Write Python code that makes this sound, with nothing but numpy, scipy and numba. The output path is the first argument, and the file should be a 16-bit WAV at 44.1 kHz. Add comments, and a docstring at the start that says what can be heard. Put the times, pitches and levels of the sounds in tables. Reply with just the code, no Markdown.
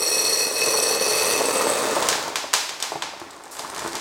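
"""Dried beans slide off a sheet of baking paper into a glass jar on a wooden table, in a live kitchen.
They come in surges, clacking on each other, drumming on the heap and ringing the glass, which goes dull
as it fills. After two seconds the pour runs out, and the emptied paper snaps and flaps a few times
among soft knocks. Last, the sheet is crumpled away, crackling and sliding over itself."""
import sys
import numpy as np
from scipy import signal
from scipy.fft import rfft, irfft
from scipy.io import wavfile
from scipy.ndimage import uniform_filter1d
from numba import njit

SR = 44100
rng = np.random.default_rng(int(sys.argv[2]) if len(sys.argv) > 2 else 0)


def wrap_up_sound(samples):
    """Save the sound to the file named by the first command line argument, as 16-bit audio."""
    columns = np.atleast_2d(samples).T
    # keep every value between -1 and 1, then stretch to whole-number steps
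    tamed = np.clip(columns, -1, 1)
    steps = np.round(tamed * 32767).astype(np.int16)
    wavfile.write(sys.argv[1], SR, steps)


N = 176796
TIME = np.arange(N) / SR

# How far the heap presses on the jar wall. Each row: time in seconds, share from 0 to 1.
JAR_FILL = [(0, 0), (.6, 0.12), (1.0, 0.26), (1.3, 0.48), (1.55, 0.67), (2.0, 0.81)]
# Dull knocks of beans, paper and jar. Each row: start in seconds, peak in dB, pitch in Hz,
# send to the table in dB.
DULL_KNOCKS = [(.672, -18, 1110, 2.5), (.739, -17.5, 900, -9), (.905, -17, 440, -5), (1.409, -15, 527, -1),
               (1.61, -15.5, 1210, -13), (1.670, -11, 454, -20), (1.966, -8.5, 590, -20),
               (2.022, -15, 850, -5), (2.128, -17, 1770, -18), (2.278, -17, 830, -8), (2.429, -32, 860, -3),
               (2.441, -19, 600, -11), (2.920, -13.5, 560, -9), (2.955, -19, 328, 7),
               (3.026, -24.5, 900, 13), (3.138, -25, 690, -4), (3.216, -21.5, 840, 8.5),
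               (3.467, -30.5, 770, -12), (3.593, -23.5, 726, -2), (3.647, -23, 1150, -5),
               (3.85, -19, 335, 17)]
# The papery body of a knock or flap. Each row: frequency in Hz, level in dB.
SHEET_TONE = [(30, -21), (80, -11), (130, -11), (210, -7), (330, 2.5), (520, -2.5), (850, 4.5),
              (1250, -1.5), (1900, -6.5), (3500, -19.5), (16000, -51)]
# Stiff creases flipping over. Each row: start in seconds, relative level in dB, treble gain in dB.
CREASE_SNAPS = [(2.025, -23.5, -20), (2.0868, -14.5, 9), (2.127, -22, -11), (2.2262, -31, 9),
                (2.28, -33, 10), (2.357, -18.5, -0.5), (2.532, -22.5, -1), (2.537, -12, 4),
                (2.6923, -27, -5), (2.8013, -30.5, -1), (2.807, -39.5, 9), (2.825, -20, 3.5),
                (3.022, -23, -11), (3.199, -39, 3), (3.443, -50, 17), (3.568, -35.5, -5), (3.593, -29, 9),
                (3.747, -34.5, 10), (3.779, -32, 2), (3.792, -31, 5), (3.876, -31.5, 15), (3.931, -34, 0),
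                (3.953, -25.5, 1.5), (3.9724, -43, -15)]
# How hard the hand gathers up the sheet. Each row: time in seconds, effort in dB.
HAND_EFFORT = [(3.25, -10.5), (3.5, -12.5), (3.58, -4.5), (3.72, -2), (3.86, 5.5), (3.91, -5), (3.96, 5.5),
               (4.01, -12)]


def from_db(db):
    """Decibels to gain."""
    return 10 ** (np.asarray(db) / 20)


def steady(x, span_s=0.078):
    """Ride the slow level to about rms 1 and keep the grain."""
    power = np.abs(uniform_filter1d(x ** 2, int(span_s * SR)))
    return x / np.sqrt(power + 1e-3 * np.mean(x ** 2))


def in_time(curve):
    """Read an automation curve at every sample."""
    return np.interp(TIME, *np.transpose(curve))


def at_hz(curve, hz):
    """Read a curve on a log-frequency axis."""
    freqs, values = np.transpose(curve)
    return np.interp(np.log(np.maximum(hz, 1)), np.log(freqs), values)


def colour(x, spectrum, size=8192):
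    """Minimum-phase EQ of unit energy with the given spectrum."""
    gains = from_db(at_hz(spectrum, np.fft.rfftfreq(size, 1 / SR)))
    cepstrum = irfft(np.log(gains))
    response = irfft(np.exp(rfft(2 * cepstrum[:size // 2], size)))
    return signal.fftconvolve(x, response / np.linalg.norm(response))[:len(x)]


def resonate(x, hz, width_hz):
    """A resonance with gain 1 at its peak."""
    r = np.exp(-np.pi * width_hz / SR)
    feedback = [1, -2 * r * np.cos(2 * np.pi * hz / SR), r * r]
    return signal.lfilter(np.array([1, 0, -1]) * (1 - r * r) / 2, feedback, x + 1e-18)


@njit
def ring(force, hz, width_hz):
    """A mode whose pitch and damping move; keeps the power of a white force."""
    out, state = np.zeros(len(force)), 0j
    for i in range(len(force)):
        r = np.exp(-np.pi * width_hz[i] / SR)
        state = state * r * np.exp(2j * np.pi * hz[i] / SR) + force[i] * np.sqrt(2 * (1 - r * r))
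        out[i] = state.imag
    return out


def impacts(per_s, spread_db):
    """Random contacts, many light and a few heavy."""
    sizes = from_db(spread_db * np.minimum(rng.exponential(1, N), 4)) * rng.choice([-1, 1], N)
    return sizes * (rng.random(N) < per_s / SR)


def add(track, s, sound):
    """Mix a short sound in at s seconds."""
    part = track[int(s * SR):][:len(sound)]
    part += sound[:len(part)]


def burst(decay_s, size=2048):
    """A fast-dying puff of noise."""
    return rng.standard_normal(size) * np.exp(-TIME[:size] / decay_s)


def swell(start_s, end_s, attack_s, release_s):
    """An envelope that rises from start_s and dies away from end_s."""
    attack = 1 - np.exp(-np.maximum(TIME - start_s, 0) / attack_s)
    return attack * np.exp(-np.maximum(TIME - end_s, 0) / release_s)


def glass(hits, flow, fill, shielded_s=1.61, shield_db_per_s=23, clink_octaves=0.16):
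    """Beans ring the jar; the growing heap damps and stiffens the wall, then shields it from hits."""
    # Glass modes. Each row: pitch in Hz, width in Hz, level in dB, then what a full jar adds to
    # the width in Hz, to the level in dB and to the pitch in Hz.
    modes = [(1900, 130, -19, 75, 1, 35), (2563, 10.3, -11, 72, -1.5, 40),
             (4315, 34, -4.5, 420, -10.5, 262), (5590, 100, -7.5, 307, -25, 99),
             (5770, 29, -2, 405, -14.5, 278), (8080, 69, -21.5, 40.5, 19, 9), (8050, 120, -6, 71, -26, 12),
             (9240, 8.5, -8.5, 128, -7, 118), (9435, 99, -14.5, 110, -4, 68), (9890, 77, -13, 200, -6, 44),
             (10500, 240, -23, 200, -15, 0), (11340, 69, -14.5, 300, -9, 32),
             (11970, 160, -19.5, 200, 1, 0), (13300, 200, -23, 150, 0, 0), (14000, 250, -24, 200, -10, 0),
             (14600, 900, -21.5, 0, -12, 0)]
    # Single hard hits. Each row: start in seconds, relative level in dB, frequency that rings most in Hz.
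    clinks = [(0.251, -16, 4350), (.287, -30, 4380), (.617, -8.5, 2570), (.661, -15.5, 7900),
              (0.801, -19.5, 5700), (.828, -16.5, 9450), (.921, -22, 4300), (1.456, -17, 7800),
              (1.528, -21, 8000), (1.556, -19, 7900), (1.580, -16.5, 7700), (1.699, -16.5, 8140)]
    force = flow * from_db(-24.5 - shield_db_per_s * np.maximum(TIME - shielded_s, 0))
    out = 0
    for hz, width_hz, db, damping_hz, full_db, rise_hz in modes:
        pitch, width = hz + rise_hz * fill, width_hz + damping_hz * fill
        stream = steady(ring(hits * rng.standard_normal(N), pitch, width), span_s=0.24)
        hard_hits = np.zeros(N)
        for s, hit_db, best_hz in clinks:   # where a bean lands decides which modes it wakes
            detuning = np.log2(hz / best_hz) / clink_octaves
            add(hard_hits, s, 20 * from_db([hit_db]) / (1 + detuning ** 2))
        out += from_db(db + full_db * fill) * (stream * force + ring(hard_hits, pitch, width))
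    return out


def beans(clack_db=-40.5, clack_growth_db=11.5, trickle_db_per_s=60):
    """Beans fall in surges, striking the glass and clacking on each other more as the heap grows."""
    # Surges off the paper. Each row: start in seconds, end in seconds, strength in dB.
    surges = [(-0.08, 0.458, 0.36), (0.508, 0.946, 0.84), (0.983, 1.367, 2.5), (1.402, 2.083, -1.5)]
    # Bean against bean. Each row: frequency in Hz, level in dB.
    clack_tone = [(300, -43.5), (900, 7.5), (1500, 2.5), (2200, 0), (3000, -4.5), (3900, 1.5), (5200, 0.5),
                  (7000, 1.5), (9500, -4), (12500, -18), (16000, -7)]
    flow = sum(from_db(db) * swell(start, end, 0.047, 0.045) for start, end, db in surges)
    fill = in_time(JAR_FILL)
    hits = steady(impacts(per_s=1100, spread_db=2.0))
    clack_gain = flow ** 0.13 * from_db(clack_db + clack_growth_db * np.sqrt(fill))
    clacks = clack_gain * steady(colour(hits, clack_tone))
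    running_out = from_db(-trickle_db_per_s * np.maximum(TIME - surges[-1][1], 0))
    return (glass(hits, flow, fill) + clacks) * running_out


def table(thuds, width_hz=45):
    """The well-damped wooden resonances that a thud wakes."""
    # Tabletop modes. Each row: pitch in Hz, level in dB.
    modes = [(140, 3), (200, -7), (340, -2.5), (590, -1.5)]
    return sum(from_db(db) * resonate(thuds, hz, width_hz) for hz, db in modes)


def drumming(air_db=1.9, air_width_hz=90.0, heap_growth_db=14.5):
    """Beans thud on the heap, shake the table and stir the air in the jar."""
    # A thud on the heap. Each row: frequency in Hz, level in dB.
    thud_tone = [(30, -46), (90, -29), (160, -20), (280, -8.5), (380, -6.5), (480, -1.5), (700, -6),
                 (1200, -7), (1600, -18.5), (3000, -20.5), (16000, -67)]
    # The jar's air note, rising as beans take up room. Each row: time in seconds, pitch in Hz.
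    air_note = [(0, 403), (.35, 443), (.8, 460), (2.0, 470)]
    thuds = colour(impacts(per_s=450, spread_db=1.5), thud_tone)
    airflow = ring(thuds, in_time(air_note), np.full(N, air_width_hz))
    air = steady(np.gradient(airflow))   # only the change of flow is heard, so no deep bass
    heap = from_db(heap_growth_db * in_time(JAR_FILL)) * steady(thuds + table(thuds))
    return steady(heap + from_db(air_db) * air)


def knocks(width_hz=300, rattle_s=0.01, rattle_db=-22):
    """Soft contacts: a push that rings for a few cycles, a brief paper rattle, and the table below."""
    out = np.zeros(N)
    for s, db, hz, send_db in DULL_KNOCKS:
        force = from_db(rattle_db) * burst(rattle_s, size=4096)
        force[0] += 1   # the push
        thud = colour(force, SHEET_TONE)
        knock = resonate(thud, hz, width_hz) + from_db(send_db + 0.5) * table(thud)
        add(out, s, from_db(db) * knock / np.abs(knock).max())
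    return out


def trembling(knock_db=-5, attack_s=0.0043, settle_s=0.041):
    """Envelope of the loose sheet's shiver after each knock and snap."""
    jolts = [(s, db) for s, db, _ in CREASE_SNAPS] + [(s, db + knock_db) for s, db, _, _ in DULL_KNOCKS]
    return np.sqrt(sum((from_db(db) * swell(s, s, attack_s, settle_s)) ** 2 for s, db in jolts))


def flapping():
    """The loose sheet flutters against the table."""
    flaps = colour(impacts(per_s=600, spread_db=2.0), SHEET_TONE)
    return steady(flaps + from_db(-11.5) * table(flaps))


def heap_and_sheet(tremble, empty_s=2.15, crossfade_s=0.28, release_db_per_s=135):
    """The drumming passes to the emptying sheet, which flutters on when held, jolted or gathered."""
    # Fader ride of the hollow drumming. Each row: time in seconds, relative level in dB.
    fader = [(0, -29.5), (0.59, -31.5), (0.62, -27), (1.05, -26.5), (1.68, -23.5), (1.8, -25), (2.05, -26),
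             (2.32, -36)]
    pour = from_db(in_time(fader) - release_db_per_s * np.maximum(TIME - fader[-1][0], 0))
    held, jolted, gathered = from_db(-47), from_db(-19.5) * tremble, from_db(in_time(HAND_EFFORT) - 36)
    flutter = np.sqrt(pour ** 2 + held ** 2 + jolted ** 2 + gathered ** 2)
    empty = 0.5 + 0.5 * np.tanh((TIME - empty_s) / crossfade_s)
    heap = from_db(-1) * pour * drumming()
    return np.sqrt(1 - empty) * heap + np.sqrt(empty) * flutter * flapping()


def snaps(level_db=24, decay_s=0.0019, attack_s=0.00031, treble_hz=6000):
    """Creases buckle in milliseconds: returns ragged direct cracks and smooth ones for the room send."""
    # The crack of stiff paper. Each row: frequency in Hz, level in dB.
    crack_tone = [(30, -46), (150, -47), (400, -4), (950, 4.5), (1500, 1), (2200, 1), (2900, 1),
                  (4000, 2.5), (6000, 2.5), (8000, 0), (10000, -7.5), (13000, -13), (16000, -20)]
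    highpass = signal.butter(1, treble_hz, "high", fs=SR, output="sos")
    direct, send = np.zeros(N), np.zeros(N)
    for s, db, treble_db in CREASE_SNAPS:
        ragged = burst(decay_s)
        ragged *= 1 - np.exp(-TIME[:len(ragged)] / attack_s)
        # ripples average out over all directions
        smooth = signal.unit_impulse(len(ragged), round(decay_s * SR))
        for track, force in (direct, ragged), (send, smooth):
            crack = colour(force, crack_tone)
            crack += (from_db(treble_db) - 1) * signal.sosfilt(highpass, crack)
            add(track, s, from_db(db + level_db) * crack / np.linalg.norm(crack))
    return direct, send


def crumple(tremble, crease_from_s=3.3, slip_at_s=3.51, grain_s=0.00039):
    """Tiny creases give way as the sheet is jolted or gathered; it slips, then slides over itself."""
    # Tiny creases popping. Each row: frequency in Hz, level in dB.
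    crackle_tone = [(500, -13), (1500, -0.5), (2800, -6.5), (4200, -1), (6000, -5), (8200, 0), (11000, -14),
                    (16000, -23)]
    # Paper rubbing on paper. Each row: frequency in Hz, level in dB.
    rub_tone = [(1500, -27), (4000, 1), (9000, 5), (13000, -3), (16000, -11)]
    pops = np.abs(impacts(per_s=380, spread_db=7.5))
    pop_envelope = signal.lfilter([1], [1, -np.exp(-1 / (grain_s * SR))], pops + 1e-18)
    grains = steady(colour(pop_envelope * rng.standard_normal(N), crackle_tone), span_s=0.13)
    rubbing = colour(rng.standard_normal(N), rub_tone)
    effort_db = in_time(HAND_EFFORT)
    creasing = from_db(-42 + 0.79 * effort_db) * (TIME > crease_from_s)
    sliding = from_db(-50 + effort_db) * (TIME > slip_at_s)
    slip = from_db(-39) * swell(slip_at_s, slip_at_s, attack_s=0.002, release_s=0.05)
    crackle = np.hypot(creasing, from_db(-27) * tremble) * grains
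    swish = np.hypot(sliding + slip, from_db(-33) * tremble) * rubbing
    return crackle + swish


def kitchen(x, early_s=0.027, early_db=2.0, dull_hz=9000):
    """Dense, slightly dull reflections, lifted at the start and dying band by band; unit energy."""
    # The kitchen's decay. Each row: frequency in Hz, time to fall 60 dB in seconds.
    decay_times = [(100, 0.76), (700, 0.62), (2000, 0.87), (5000, 0.71), (9000, 0.55), (16000, 0.77)]
    t, hz = TIME[:SR], np.fft.rfftfreq(SR, 1 / SR)
    spectrum = rfft(rng.standard_normal(SR)) / np.sqrt(1 + (hz / dull_hz) ** 2)
    edges = np.geomspace(30, SR / 2, 48)
    tail = 0
    for low, high in zip(edges, edges[1:]):
        band = irfft(spectrum * (hz >= low) * (hz < high), SR)
        tail += band * from_db(-60 * t / at_hz(decay_times, np.sqrt(low * high)))
    tail[t < early_s] *= from_db(early_db)
    return signal.fftconvolve(x, tail / np.linalg.norm(tail))[:N]


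def hush(level_db=-52.5):
    """A faint, even bed of noise under everything."""
    # The colour of the bed. Each row: frequency in Hz, level in dB.
    hush_tone = [(20, -8), (100, -1), (400, 11), (1500, -1), (6000, 4), (16000, -13)]
    noise = colour(rng.standard_normal(N), hush_tone)
    return from_db(level_db) * noise / np.sqrt(np.mean(noise ** 2))


def scene():
    """Jar and paper close up in mono, each with its own pattern of kitchen reflections."""
    tremble = trembling()
    pour = beans()
    body = heap_and_sheet(tremble) + knocks()
    rustle = crumple(tremble)
    cracks, crack_send = snaps()
    jar_room = kitchen(from_db(-4) * pour + from_db(-8.5) * body)
    paper_room = kitchen(from_db(-3) * rustle + from_db(0.5) * crack_send)
    return (pour + body + rustle + cracks + jar_room + paper_room + hush())[None]


def record(dry, cutoff_hz=15900):
    """Soft saturation rounds the highest peaks, and a steep low-pass trims the top."""
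    rounded = np.tanh(dry / 1.291) * 1.297
    return signal.sosfilt(signal.ellip(12, 0.1, 80, cutoff_hz, fs=SR, output="sos"), rounded)


dry = scene()
out = record(dry)
wrap_up_sound(out)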